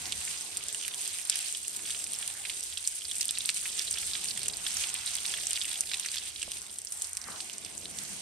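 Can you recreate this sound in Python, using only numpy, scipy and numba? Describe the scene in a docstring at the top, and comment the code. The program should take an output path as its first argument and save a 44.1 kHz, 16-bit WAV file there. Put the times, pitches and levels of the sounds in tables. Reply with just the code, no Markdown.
"""Hissing water jets and bright drop ticks come first: a hose nozzle showers root vegetables outdoors.
Jets and fine wash are flickering noise; drops on skins and wet sand are short rings that swell and die.
Some run-off splats sound lower and rounder. Drops also echo off the plastic table top and throw spatter.
Behind them water splashes on the hollow table and drums it, a few dull knocks sound,
and a low outdoor rumble wavers. Two phone ports an arm's length away hear it all."""
import sys
import numpy as np
from scipy import signal
from scipy.fft import rfft, irfft, next_fast_len
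from scipy.io import wavfile
from scipy.ndimage import uniform_filter1d, map_coordinates
from numba import njit

SR = 44100
rng = np.random.default_rng(int(sys.argv[2]) if len(sys.argv) > 2 else 0)


def waveform_to_disk(signal):
    """Save audio, clipped to [-1, 1], as 16-bit WAV at the path in sys.argv[1]."""
    frames = np.transpose(np.atleast_2d(signal))
    scaled = np.clip(frames, -1, 1) * 32767
    samples = np.round(scaled).astype(np.int16)
    wavfile.write(sys.argv[1], SR, samples)


N = 362061
SIZE = next_fast_len(N)
HZ = np.fft.rfftfreq(SIZE, 1 / SR)


def undb(db):
    """Turn decibels into a gain."""
    return 10 ** (np.asarray(db) / 20)


def level(x, db):
    """Set the average (rms) level."""
    return x * undb(db) / np.sqrt(np.mean(x ** 2))


def shape(points):
    """Read a value at every frequency from (pitch_hz, value) points on a log axis."""
    hz, value = np.transpose(points)
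    return np.interp(np.log(HZ + 1), np.log(hz + 1), value)


def colour(x, gain):
    """Filter a sound by a gain for every frequency."""
    return irfft(rfft(x, SIZE) * gain, SIZE)[..., :N]


def curves(table):
    """Join the rows of each column after start_s by straight lines, one value per sample."""
    s, *columns = np.transpose(table)
    return [np.interp(np.arange(N) / SR, s, column) for column in columns]


def walk(rate):
    """Make a smooth random curve with a spread of 1, drawing a new value `rate` times a second."""
    hold = int(SR / rate)
    values = rng.standard_normal(N // 50)[:N // hold + 1]
    x = np.repeat(values, hold)
    x = uniform_filter1d(uniform_filter1d(x, hold), hold)[:N]
    return x / x.std()


def half_octave(centre_hz):
    """Pass a band that fades out half an octave either side of its centre."""
    return np.cos(np.pi * np.clip(np.log2((HZ + 1) / centre_hz), -.5, .5))


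def bands(points, alike, flicker_db, rate, shared_db):
    """Noise in half-octave bands, each flickering alone over a shared waver; alike = left-right likeness."""
    noise = rfft(rng.standard_normal((2, SIZE))) * undb(shape(points))
    low, high = np.log2([points[0][0], points[-1][0]])
    out = 0
    for octave in np.arange(low, high, .5):
        band = irfft(noise * half_octave(2 ** octave), SIZE)[:, :N]
        out = out + band * undb(flicker_db * walk(rate))
    mid, side = out * undb(shared_db)
    both = np.sqrt(1 + alike) * mid
    apart = np.sqrt(1 - alike) * side * np.array([[1], [-1]])
    return level(both + apart, 0)


@njit
def grains(n, start, hz, cycles, size, pan, lag):
    """Short rings that swell and die in a few cycles, peak = size; the right port hears them lag samples later."""
    out = np.zeros((2, n + 4096))
    for g in range(len(start)):
        tau = cycles[g] * SR / hz[g] / 3  # samples from start to peak
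        for c in range(2):
            at = start[g] + 64 + c * lag[g]
            gain = size[g] * (pan[g] if c == 0 else 1 / pan[g])
            for i in range(1, min(int(9 * tau) + 2, 3000)):
                t = i - (at - int(at))
                swell = t / tau * np.exp(1 - t / tau)
                out[c, int(at) + i] += gain * swell * np.sin(2 * np.pi * hz[g] * t / SR)
    return out[:, 64:n + 64]


def shower(count, lo_hz, hi_hz, cycles, scatter_db, most_db, pan_db, lag, clump_db):
    """Random drops, most tiny and a few large, landing in clumps at scattered places."""
    when, pitch, length = rng.random((count, 3)).T
    bigness = rng.exponential(size=count)
    side, delay = rng.standard_normal((count, 2)).T
    size_db = most_db * np.tanh(scatter_db * bigness / most_db)  # never above most_db
    size = undb(size_db + clump_db[(when * N).astype(int)])
    pan = undb(pan_db * side / 2)
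    size = size / np.hypot(pan, 1 / pan)  # the place moves a drop sideways without making it louder
    hz = lo_hz * (hi_hz / lo_hz) ** pitch
    lags = np.clip(lag * delay, -60, 60)  # samples
    return level(grains(N, when * N, hz, cycles * (.5 + length), size, pan, lags), 0)


# Bright treble colour of hiss, small ticks and spatter as heard, strongest near 8.7 kHz:
# pitch_hz [Hz], level_db [relative dB per Hz]
BRIGHT_COLOUR = [(1500, -56), (2500, -35.5), (3500, -22.5), (5500, -13.5), (7000, -5), (8700, 5),
                 (9700, 4.5), (10400, -7), (11300, -5), (12400, -9), (13600, -29), (14500, -5),
                 (16000, -12)]


def jets(sputter_db):
    """Rushing jets hiss as flickering noise, nearly the same at both ports."""
    return bands(BRIGHT_COLOUR, alike=.93, flicker_db=2.6, rate=30, shared_db=0.14 * sputter_db)


def small_ticks(sputter_db):
    """Small drops tick on the skins as a crowd of short high rings with the bright treble colour."""
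    ticks = shower(count=14000, lo_hz=4260, hi_hz=12060, cycles=4.0, scatter_db=10.0, most_db=15,
                   pan_db=12.5, lag=.4, clump_db=sputter_db)
    return level(colour(ticks, undb(shape(BRIGHT_COLOUR))), 0.079)


# Bright ticks of the largest drops on the skins, before the ring gains:
# start_s [s, about 1.1 ms before the rings begin], level_db [dB], pitch_hz [Hz]
LARGE_TICKS = [(0.1216, -19, 8900), (0.177, -24, 8800), (0.306, -24, 8700), (0.386, -31, 8580),
               (0.409, -23, 8260), (0.4703, -35, 8900), (0.5696, -16.5, 8840), (0.5744, -24, 8480),
               (0.637, -22, 9400), (0.6835, -20, 8100), (0.7264, -21, 8820), (0.7458, -21, 8840),
               (0.826, -28, 9100), (0.879, -18.5, 10000), (0.9436, -21.5, 8460), (0.9914, -30, 8400),
               (1.0763, -17.5, 8650), (1.185, -23, 9200), (1.251, -24, 9380), (1.272, -25, 8800),
               (1.297, -8.5, 8700), (1.3568, -15.5, 9600), (1.3696, -22, 8570), (1.4825, -23, 8100),
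               (1.5247, -21, 9010), (1.5473, -27, 8510), (1.68, -17.5, 9000), (1.762, -24, 8800),
               (1.7682, -26, 9090), (1.905, -20, 8700), (1.967, -31, 8550), (1.9899, -25, 8150),
               (2.041, -21, 8300), (2.071, -25, 8990), (2.1196, -23, 8940), (2.1339, -19.5, 9100),
               (2.187, -19.5, 9040), (2.276, -17.5, 9170), (2.5456, -30, 8210), (2.607, -20.5, 8450),
               (2.6354, -23, 9100), (2.7768, -20.5, 8740), (2.8406, -26, 8590), (2.8738, -11.5, 8100),
               (2.987, -28, 8340), (3.0714, -32, 8640), (3.112, -24, 9000), (3.154, -21, 8940),
               (3.1815, -22, 9110), (3.2084, -16.5, 9510), (3.2201, -24, 8230), (3.2539, -16.5, 9400),
               (3.281, -16.5, 9020), (3.3082, -13, 8900), (3.3844, -15.5, 9100), (3.4574, -14, 8800),
               (3.49, -15, 8600), (3.5, -17, 8600), (3.562, -23, 8650), (3.5721, -20, 8570),
               (3.8243, -25, 8570), (3.909, -15, 8700), (3.9124, -22, 8460), (3.9265, -16.5, 8640),
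               (3.9845, -21, 9200), (4.0516, -33, 9000), (4.074, -24, 8750), (4.213, -27, 8700),
               (4.2433, -20.5, 8700), (4.374, -21.5, 8700), (4.4169, -31, 8540), (4.431, -18.5, 8700),
               (4.4578, -21.5, 8600), (4.4817, -15, 8950), (4.5688, -22, 8280), (4.769, -30, 8800),
               (4.7836, -27, 9000), (4.802, -25, 8640), (4.87, -22, 8800), (4.891, -23, 8700),
               (4.9407, -16, 9400), (4.9886, -30, 8540), (5.061, -18, 8900), (5.1522, -16.5, 9500),
               (5.166, -21, 9260), (5.2311, -23, 9300), (5.2625, -18.5, 9100), (5.2697, -27, 9200),
               (5.3381, -27, 8360), (5.4221, -30, 8600), (5.469, -19, 7900), (5.507, -19, 8550),
               (5.5214, -28, 9000), (5.531, -16, 9130), (5.6366, -28, 9030), (5.654, -23.5, 8160),
               (5.6925, -21, 9380), (5.8067, -9.5, 8950), (5.9415, -21, 8700), (5.971, -28, 8960),
               (5.9966, -19, 9100), (6.0612, -21.5, 9100), (6.116, -21.5, 8400), (6.2353, -29, 8200),
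               (6.2765, -26, 9430), (6.4188, -20.5, 8300), (6.4278, -19, 8270), (6.517, -18.5, 9350),
               (6.617, -26, 8670), (6.7847, -21.5, 8700), (6.8167, -26.5, 8600), (6.848, -23, 8980),
               (6.9216, -19, 9050), (6.9736, -27.5, 8140), (7.0198, -14.5, 8700), (7.043, -23, 8900),
               (7.1312, -21, 8800), (7.1517, -30, 8420), (7.1696, -17, 9000), (7.4075, -23, 8350),
               (7.4963, -35, 8580), (7.5304, -28, 9280), (7.5662, -41, 8050), (7.5811, -23.5, 8550),
               (7.648, -23, 8330), (7.7775, -25, 7600), (7.986, -29, 8540)]
# Rings inside one tick: ratio [multiple of its pitch], cycles [count], level_db [dB]
TICK_RING = [(1.0, 4.67, 4.5), (.75, 2.7, -5), (1.33, 2.1, -22), (.37, 2.2, -29)]


def large_ticks():
    """A large drop on a skin is a tight cluster of bright rings, centred between the ports."""
    s, level_db, pitch_hz = np.transpose(LARGE_TICKS)
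    one, ticks = np.ones_like(s), 0
    for ratio, cycles, ring_db in TICK_RING:
        late, softer = rng.random((len(s), 2)).T
        start = (s + .0011 + 0.0002 * late) * SR  # start_s is counted about 1.1 ms before the rings
        size = undb(level_db + ring_db - 1.9 * softer)
        ticks = ticks + grains(N, start, pitch_hz * ratio, cycles * one, size, one, 0 * s)
    return ticks


def patter(clump_db):
    """Run-off patters on the wet sand as a crowd of very short, duller rings."""
    return shower(count=10000, lo_hz=2670, hi_hz=6700, cycles=1.7, scatter_db=2.5, most_db=14,
                  pan_db=20.0, lag=2.5, clump_db=clump_db)


DROP_LAG = 1.3  # scatter of the lag between the ports for all splats, samples
# The loudest run-off splats on the wet sand, before the ring gains:
# start_s [s], level_db [dB], pitch_hz [Hz]
SPLATS = [(0.056, -19, 5800), (0.093, -33, 4900), (0.1226, -17, 3300), (0.2136, -32, 2750),
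          (0.375, -23.5, 6200), (0.5645, -30, 3430), (0.6823, -32, 5180), (0.746, -27.5, 3020),
          (0.8005, -32, 3100), (0.8112, -30, 3150), (0.8264, -27, 3180), (0.837, -28.5, 3070),
          (0.849, -25, 2980), (0.8803, -26, 4930), (0.911, -30, 3590), (0.9392, -24.5, 3270),
          (1.1847, -31, 3660), (1.2977, -11.5, 5360), (1.3188, -28, 3200), (1.3257, -24, 3580),
          (1.5486, -24, 3300), (1.6467, -34, 2770), (1.6796, -35, 5460), (1.8533, -30, 3160),
          (1.9033, -25.5, 3300), (1.9067, -27, 3450), (1.947, -28, 2940), (1.9683, -41, 2800),
          (1.999, -33, 2850), (2.0406, -21, 5600), (2.134, -37, 2800), (2.149, -25, 5560),
          (2.2254, -21.5, 3100), (2.2774, -25, 4600), (2.439, -35, 2780), (2.4541, -26, 3530),
          (2.497, -22.5, 2940), (2.534, -33, 3480), (2.629, -21, 6080), (2.7252, -28.5, 3300),
          (2.7728, -23, 3520), (2.8498, -24, 4400), (3.019, -30, 3200), (3.052, -21.5, 4770),
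          (3.095, -32, 3960), (3.1133, -23, 3500), (3.2107, -11, 5700), (3.2129, -21, 5900),
          (3.2535, -27, 4800), (3.291, -18, 3600), (3.308, -29, 3490), (3.353, -24.5, 3720),
          (3.3743, -21.5, 4300), (3.4057, -21.5, 3770), (3.4516, -27, 3900), (3.491, -15.5, 4200),
          (3.5625, -27, 4550), (3.6066, -29, 4600), (3.6562, -29, 2710), (3.691, -28.5, 3310),
          (3.7279, -28, 6030), (3.7908, -18.5, 5670), (3.815, -22, 4470), (3.8504, -33, 4450),
          (3.872, -28, 4370), (3.8782, -24, 3900), (3.913, -19, 6200), (3.9403, -14.5, 5260),
          (3.9725, -25, 2970), (3.983, -26, 3400), (3.9866, -24, 6030), (4.0305, -33, 3290),
          (4.0746, -37, 4790), (4.113, -30, 3450), (4.134, -19.5, 4100), (4.152, -21.5, 3570),
          (4.214, -34.5, 2990), (4.238, -30, 3530), (4.256, -29, 3300), (4.2857, -20, 4700),
          (4.308, -23, 4600), (4.3631, -30, 3300), (4.376, -29, 3490), (4.417, -26, 4550),
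          (4.4315, -24.5, 4930), (4.4586, -28, 2860), (4.4855, -21, 6110), (4.499, -24, 3550),
          (4.535, -24, 4500), (4.6654, -22, 3320), (4.7162, -17.5, 6060), (4.7528, -31, 3680),
          (4.7605, -31, 5170), (4.7693, -8.5, 6350), (4.8378, -20.5, 3230), (4.9397, -37, 5860),
          (4.9522, -27, 3480), (4.9857, -27, 4230), (5.0669, -25, 3840), (5.075, -22, 3960),
          (5.138, -21, 5880), (5.142, -24, 5900), (5.155, -20, 4050), (5.1743, -30, 3100),
          (5.184, -24, 3200), (5.2315, -41, 3820), (5.25, -28, 3880), (5.254, -19.5, 3730),
          (5.2784, -17.5, 6100), (5.339, -21.5, 3430), (5.369, -29, 2770), (5.4097, -28, 3760),
          (5.4311, -28, 6060), (5.4689, -15, 6230), (5.5127, -19.5, 3300), (5.532, -21, 4530),
          (5.5573, -20, 3700), (5.5664, -26, 3230), (5.6148, -19, 3530), (5.6456, -26, 2880),
          (5.68, -27, 3440), (5.713, -25, 3660), (5.7412, -27, 3490), (5.7582, -26, 3300),
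          (5.7853, -32, 5350), (5.8076, -24, 6300), (5.8706, -28, 4760), (5.894, -28, 3640),
          (5.916, -21, 3700), (5.9346, -24, 3490), (5.942, -19, 3700), (5.9703, -34, 3400),
          (5.996, -20, 5800), (5.9964, -26, 3100), (6.028, -28, 3730), (6.0475, -27, 2900),
          (6.06, -18, 6200), (6.0863, -23, 4460), (6.116, -26, 6070), (6.1418, -27, 2970),
          (6.143, -20, 6500), (6.158, -15, 6400), (6.1684, -22.5, 3480), (6.1812, -21.5, 4550),
          (6.219, -34, 3370), (6.3606, -25, 3880), (6.4167, -24.5, 3050), (6.4282, -24, 2800),
          (6.5176, -25, 3300), (6.5715, -32, 5940), (6.697, -33.5, 3400), (6.79, -34, 3800),
          (6.871, -24.5, 5800), (6.922, -39, 5610), (7.015, -25, 5800), (7.045, -26.5, 5800),
          (7.1511, -35, 5910), (7.17, -16.5, 6200), (7.215, -24.5, 5650), (7.241, -22, 5850),
          (7.318, -31, 4000), (7.3606, -25, 5030), (7.4047, -20.5, 4400), (7.4977, -26, 5130),
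          (7.535, -28, 5490), (7.6478, -26, 4800), (7.855, -24, 3800), (7.986, -25, 5700),
          (8.051, -27, 5760)]
# Rings inside one splat: ratio [multiple of its pitch], cycles [count], level_db [dB]
SPLAT_RING = [(1, 3.9, -2), (1.45, 2.15, -4), (.62, 1.85, -20)]


def splats():
    """A splat is a tight cluster of short rings from one landing place."""
    s, level_db, pitch_hz = np.transpose(SPLATS)
    side, delay = rng.standard_normal((len(s), 2)).T
    octaves = np.log2(pitch_hz / 3100)
    shorter = undb(-4 * octaves)  # higher splats ring for fewer cycles
    out = 0
    for ratio, cycles, ring_db in SPLAT_RING:
        late, length = rng.random((len(s), 2)).T
        thud_db = 9 * octaves * (ratio < 1)  # and their low ring grows
        start = (s + 0.000516 * late) * SR
        ring_cycles = cycles * shorter * (0.63 + 0.87 * length)
        size = undb(level_db + ring_db + thud_db)
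        out = out + grains(N, start, pitch_hz * ratio, ring_cycles, size, undb(side), DROP_LAG * delay)
    return out


# Lower, rounder single rings of run-off splats, mostly 1.6 to 2.7 kHz, before a 0.5 dB lift:
# start_s [s], level_db [dB], pitch_hz [Hz]
ROUND_SPLATS = [(0.277, -29.5, 2300), (0.8799, -34, 1940), (1.1917, -35, 2010), (1.3932, -37, 2400),
                (1.7924, -37, 2260), (1.8965, -37, 2020), (2.4521, -25.5, 2490), (3.3733, -25.5, 2680),
                (3.491, -19.5, 2630), (3.656, -25.5, 2220), (3.8042, -37, 2070), (3.9574, -29, 2410),
                (4.03, -29.5, 2400), (4.153, -26, 2660), (4.3742, -32, 2070), (4.6644, -32, 1790),
                (4.8234, -34, 2390), (4.8409, -25, 2580), (4.9521, -27.5, 2500), (4.9937, -39, 2240),
                (5.0883, -34, 2200), (5.2484, -33, 2150), (5.2535, -30.5, 2470), (5.3393, -26, 1870),
                (5.3846, -35, 1810), (5.5747, -24.5, 2560), (5.6547, -27, 2620), (5.7683, -39, 2380),
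                (5.8356, -36, 2460), (5.915, -29.5, 2300), (5.9351, -36, 2110), (5.9408, -25, 2570),
                (6.0447, -40, 1620), (6.0596, -30.5, 1970), (6.0866, -31, 2500), (6.1564, -37, 2410),
                (7.1701, -33.5, 2620), (7.2723, -35, 1200), (7.4044, -36, 2550), (7.498, -32.5, 2650)]


def round_splats():
    """A rounder run-off splat is one single ring of a little over two cycles."""
    s, level_db, pitch_hz = np.transpose(ROUND_SPLATS)
    side, delay = rng.standard_normal((len(s), 2)).T
    cycles = np.full_like(s, 2.35)
    return grains(N, s * SR, pitch_hz, cycles, undb(level_db + 0.5), undb(2 * side), DROP_LAG * delay)


def table_echo(drops):
    """The table top returns a duller copy of the drops, its delay and strength wavering."""
    delay_s = .0038 + 0.000323 * walk(40)
    at = np.arange(N) - SR * delay_s
    copy = [map_coordinates(x, [at], order=3) for x in drops]
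    treble_loss = 1 / np.hypot(1, (HZ / 8100) ** 2)
    return colour(copy, undb(-5.5) * treble_loss) * undb(3 * walk(60))


def spatter(drops):
    """Drops throw a fading patter of tiny droplets: noise that follows their power band by band."""
    keep = 10 ** (-6 / (0.058 * SR))  # power falls 60 dB in 0.058 s
    droplets = undb(4.5 * walk(500))
    noise = rng.standard_normal(N) + .35 * rng.standard_normal((2, N))  # shared by the ports + their own
    fine = rfft(droplets * noise, SIZE) * undb(shape(BRIGHT_COLOUR) / 2)
    spectrum, out = rfft(drops, SIZE), 0
    for hz in 1500 * 2. ** (np.arange(7) / 2):
        band = half_octave(hz)
        power = np.mean(irfft(spectrum * band, SIZE)[:, :N] ** 2, axis=0)
        power = signal.lfilter([1 - keep], [1, -keep], power)
        out = out + np.sqrt(power) * level(irfft(fine * band, SIZE)[:, :N], -4)
    return out


# Colour of the wash: pitch_hz [Hz], level_db [relative dB per Hz]
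WASH_COLOUR = [(1300, -22), (1900, -10), (2600, 1), (3500, 0), (5000, 0.5), (6300, 4), (8000, 1.5)]


def wash(clump_db):
    """Drops too fine to hear singly blur into noise, almost unrelated at the two ports."""
    return bands(WASH_COLOUR, alike=0.043, flicker_db=1.5, rate=25, shared_db=.4 * clump_db)


# Colours of the splash, the drumming and the boom: pitch_hz [Hz], level_db [relative dB per Hz]
SPLASH_COLOUR = [(450, -13.5), (750, 1.5), (1150, -1.5), (2000, 0), (3000, -7.5), (4500, -27)]
DRUM_COLOUR = [(65, -19), (110, -3.5), (290, -5.5), (368, -2.5), (546, -9), (700, -6.5), (910, -53),
               (1540, -120)]
BOOM_COLOUR = [(90, -27), (130, -6), (185, -0.5), (240, -4), (330, -11)]
# Water that reaches the bare table top:
# start_s [s], splash_db [dB], drumming_db [dB], boom_db [dB] (boom of the hollow top)
ON_TABLE = [(0.0, -49, -58.5, -62), (0.3, -52, -59.5, -60.5), (0.64, -56.5, -60, -80),
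            (1.32, -56, -65, -79), (1.5, -56.5, -63, -72), (1.56, -62, -62.5, -76), (1.75, -57, -61, -70),
            (2.45, -53, -62.5, -74), (2.93, -63, -66, -86), (3.54, -56.5, -62, -71.5),
            (4.3, -56, -57.5, -59), (4.8, -50, -62.5, -66), (5.46, -55, -59, -68), (6.45, -57, -62, -79),
            (6.7, -58, -63, -75), (6.8, -65, -65.5, -82), (6.93, -60.5, -64, -84), (7.05, -52, -64, -80),
            (7.13, -54, -69, -74), (7.22, -52, -70, -67), (7.3, -47, -59, -56), (7.38, -50, -61, -73),
            (7.47, -55.5, -61, -64), (7.85, -58.5, -56, -71), (7.95, -54, -59, -59),
            (8.13, -53.5, -56, -58), (8.21, -55.5, -57.5, -59)]


def water_on_table(clump_db):
    """Water splashes on the bare top; gushes drum it and make its hollow boom, all as coloured noise."""
    splash_db, drumming_db, boom_db = curves(ON_TABLE)
    gush_db = 1.5 * walk(7)
    splash = bands(SPLASH_COLOUR, alike=0.16, flicker_db=2.64, rate=20, shared_db=0.21 * clump_db)
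    drumming = bands(DRUM_COLOUR, alike=0.66, flicker_db=1.55, rate=8.0, shared_db=gush_db)
    boom = bands(BOOM_COLOUR, alike=0.77, flicker_db=1.5, rate=9.8, shared_db=gush_db)
    return splash * undb(splash_db) + drumming * undb(drumming_db) + boom * undb(boom_db)


# Dull knocks on the table, before the ring gains:
# start_s [s], level_db [dB], pitch_hz [Hz], fade_s [s, about 60 dB]
KNOCKS = [(6.479, -39, 613, 0.0088), (7.284, -39, 1160, 0.019), (7.338, -46, 1150, 0.016)]


def knocks():
    """The hollow table answers a bump with a short cluster of low rings."""
    s, level_db, pitch_hz, fade_s = np.transpose(KNOCKS)
    out = 0
    # each ring: multiple of the pitch, gain in dB
    for ratio, ring_db in [(.24, -14), (.45, -8.5), (.7, -6.5), (1, 2), (1.35, -9), (1.7, -10)]:
        hz = pitch_hz * ratio
        out = out + grains(N, s * SR, hz, fade_s * hz / 3, undb(level_db + ring_db), 1 + 0 * s, 0 * s)
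    return out


# Colour of the rumble: pitch_hz [Hz], level_db [relative dB per Hz]
RUMBLE_COLOUR = [(20, -36), (40, -14), (52, -4), (66, -7), (82, 1.5), (100, -9.5), (135, -38)]
# Slow swell of the rumble, before its flutter: start_s [s], level_db [dB]
RUMBLE_LEVEL = [(0.0, -56), (0.8, -67.5), (3.68, -65), (3.73, -61.5), (4.3, -62), (5.0, -60.5),
                (5.88, -65.5), (6.45, -59), (6.62, -59), (6.7, -67.5), (7.5, -65.5), (8.05, -65.5),
                (8.21, -65)]


def rumble():
    """Low outdoor noise swells slowly and flutters."""
    level_db = curves(RUMBLE_LEVEL)[0] + 2 * walk(12)
    return bands(RUMBLE_COLOUR, alike=0.5, flicker_db=0.58, rate=3.6, shared_db=0) * undb(level_db)


# How far the left port leads the right: pitch_hz [Hz], lead_rad [radians]
PORT_LEAD = [(0, 0), (520, 1.0), (1290, 0.0), (6200, 0.2), (7150, 4.7), (7920, 5.0), (10900, 10.2),
             (11500, 12.5), (12600, 12.5), (13300, 15.7), (14000, 15.6), (14600, 18.9), (15800, 18.9),
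             (16500, 18.3)]
# How much louder the left port is than the right: pitch_hz [Hz], level_db [dB]
PORT_BALANCE = [(60, -3.0), (110, -2.0), (200, 3.5), (380, 5.5), (700, 3.0), (1290, -0.5), (2380, -4.5),
                (4400, -7), (6500, -5), (8120, -1.0), (15000, 0.0)]


def two_ports(air):
    """The two ports differ in loudness and timing by pitch; each takes half of the difference."""
    left = undb(shape(PORT_BALANCE) / 2) * np.exp(.5j * shape(PORT_LEAD))
    return colour(air, [left, 1 / left])


# The spray, before drop filtering and port differences:
# start_s [s], hiss_db [dB] (skin ticks, with jets 5.5 dB lower), patter_db [dB], wash_db [dB]
FLOW = [(0.0, -42, -52, -45), (0.3, -40.5, -48.5, -45), (0.62, -44, -47.5, -53), (0.78, -42, -50, -46),
        (0.83, -42.5, -51, -44), (0.9, -44, -49.5, -52), (0.96, -42.5, -50, -53), (1.01, -38, -46.5, -41),
        (1.06, -38.5, -45, -43.5), (1.28, -42, -48, -52), (1.34, -41, -41, -47), (1.49, -37.5, -44, -41.5),
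        (1.53, -43, -53, -44), (1.7, -43, -53, -51), (2.03, -41, -48, -57), (2.45, -42.5, -50, -48),
        (2.74, -43, -52, -50), (3.0, -41.5, -49.5, -53), (3.18, -42.5, -53, -51), (3.23, -41, -45, -47),
        (3.4, -42.5, -49.5, -44), (3.55, -41, -47, -47.5), (3.95, -39.5, -46, -46),
        (4.28, -39, -44.5, -45.5), (4.53, -43.5, -49, -55), (4.82, -38, -43.5, -37.5),
        (4.92, -41.5, -46, -51), (5.19, -40, -46, -41.5), (5.55, -40.5, -44, -49), (5.8, -41.5, -49, -52),
        (6.1, -42.5, -45.5, -48), (6.3, -43.5, -48, -51), (6.6, -46, -53, -53), (6.74, -48, -58, -61),
        (6.83, -54, -67, -58), (6.93, -44.5, -61, -54), (7.04, -44, -61, -48), (7.2, -48.5, -63, -55),
        (7.4, -44.5, -59, -45), (7.65, -48.5, -53.5, -58), (7.92, -48, -58, -50.5), (8.0, -42, -69, -45),
        (8.21, -46.5, -63, -45.5)]


def scene():
    """Mix the jets, the drops and their aftermath, then the table and the rumble, at two ports."""
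    hiss_db, patter_db, wash_db = curves(FLOW)
    sputter_db = 1.5 * walk(25.063)  # the jets sputter
    clump_db = 0.5 * sputter_db + 1.2 * walk(30)  # the run-off follows them loosely
    drops = undb(hiss_db) * small_ticks(sputter_db) + undb(patter_db) * patter(clump_db)
    drops = drops + splats() + round_splats()
    # drops are too small to sound much below 1250 Hz
    drops = colour(drops, 1 / np.hypot(1, (1250 / (HZ + 1)) ** 3))
    large = large_ticks()
    thrown = drops + undb(-5) * large  # large ticks leave a weaker echo and spatter
    air = drops + large + table_echo(thrown) + spatter(thrown)
    air = air + undb(hiss_db - 5.5) * jets(sputter_db) + undb(wash_db) * wash(clump_db)
    air = air + water_on_table(clump_db) + knocks() + rumble()
    return two_ports(air)


# Treble response of the microphone: pitch_hz [Hz], level_db [dB]
MIC_TREBLE = [(12000, -0.5), (13500, -9), (15700, -9), (16100, -33)]


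def record(dry):
    """The phone's microphone fades in the top treble and the recorder cuts the rest."""
    heard = colour(dry, undb(shape(MIC_TREBLE)))
    top_cut = signal.ellip(10, .2, 80, 16700, fs=SR, output="sos")  # low-pass at 16700 Hz
    return signal.sosfilt(top_cut, heard)


dry = scene()
out = record(dry)
waveform_to_disk(out)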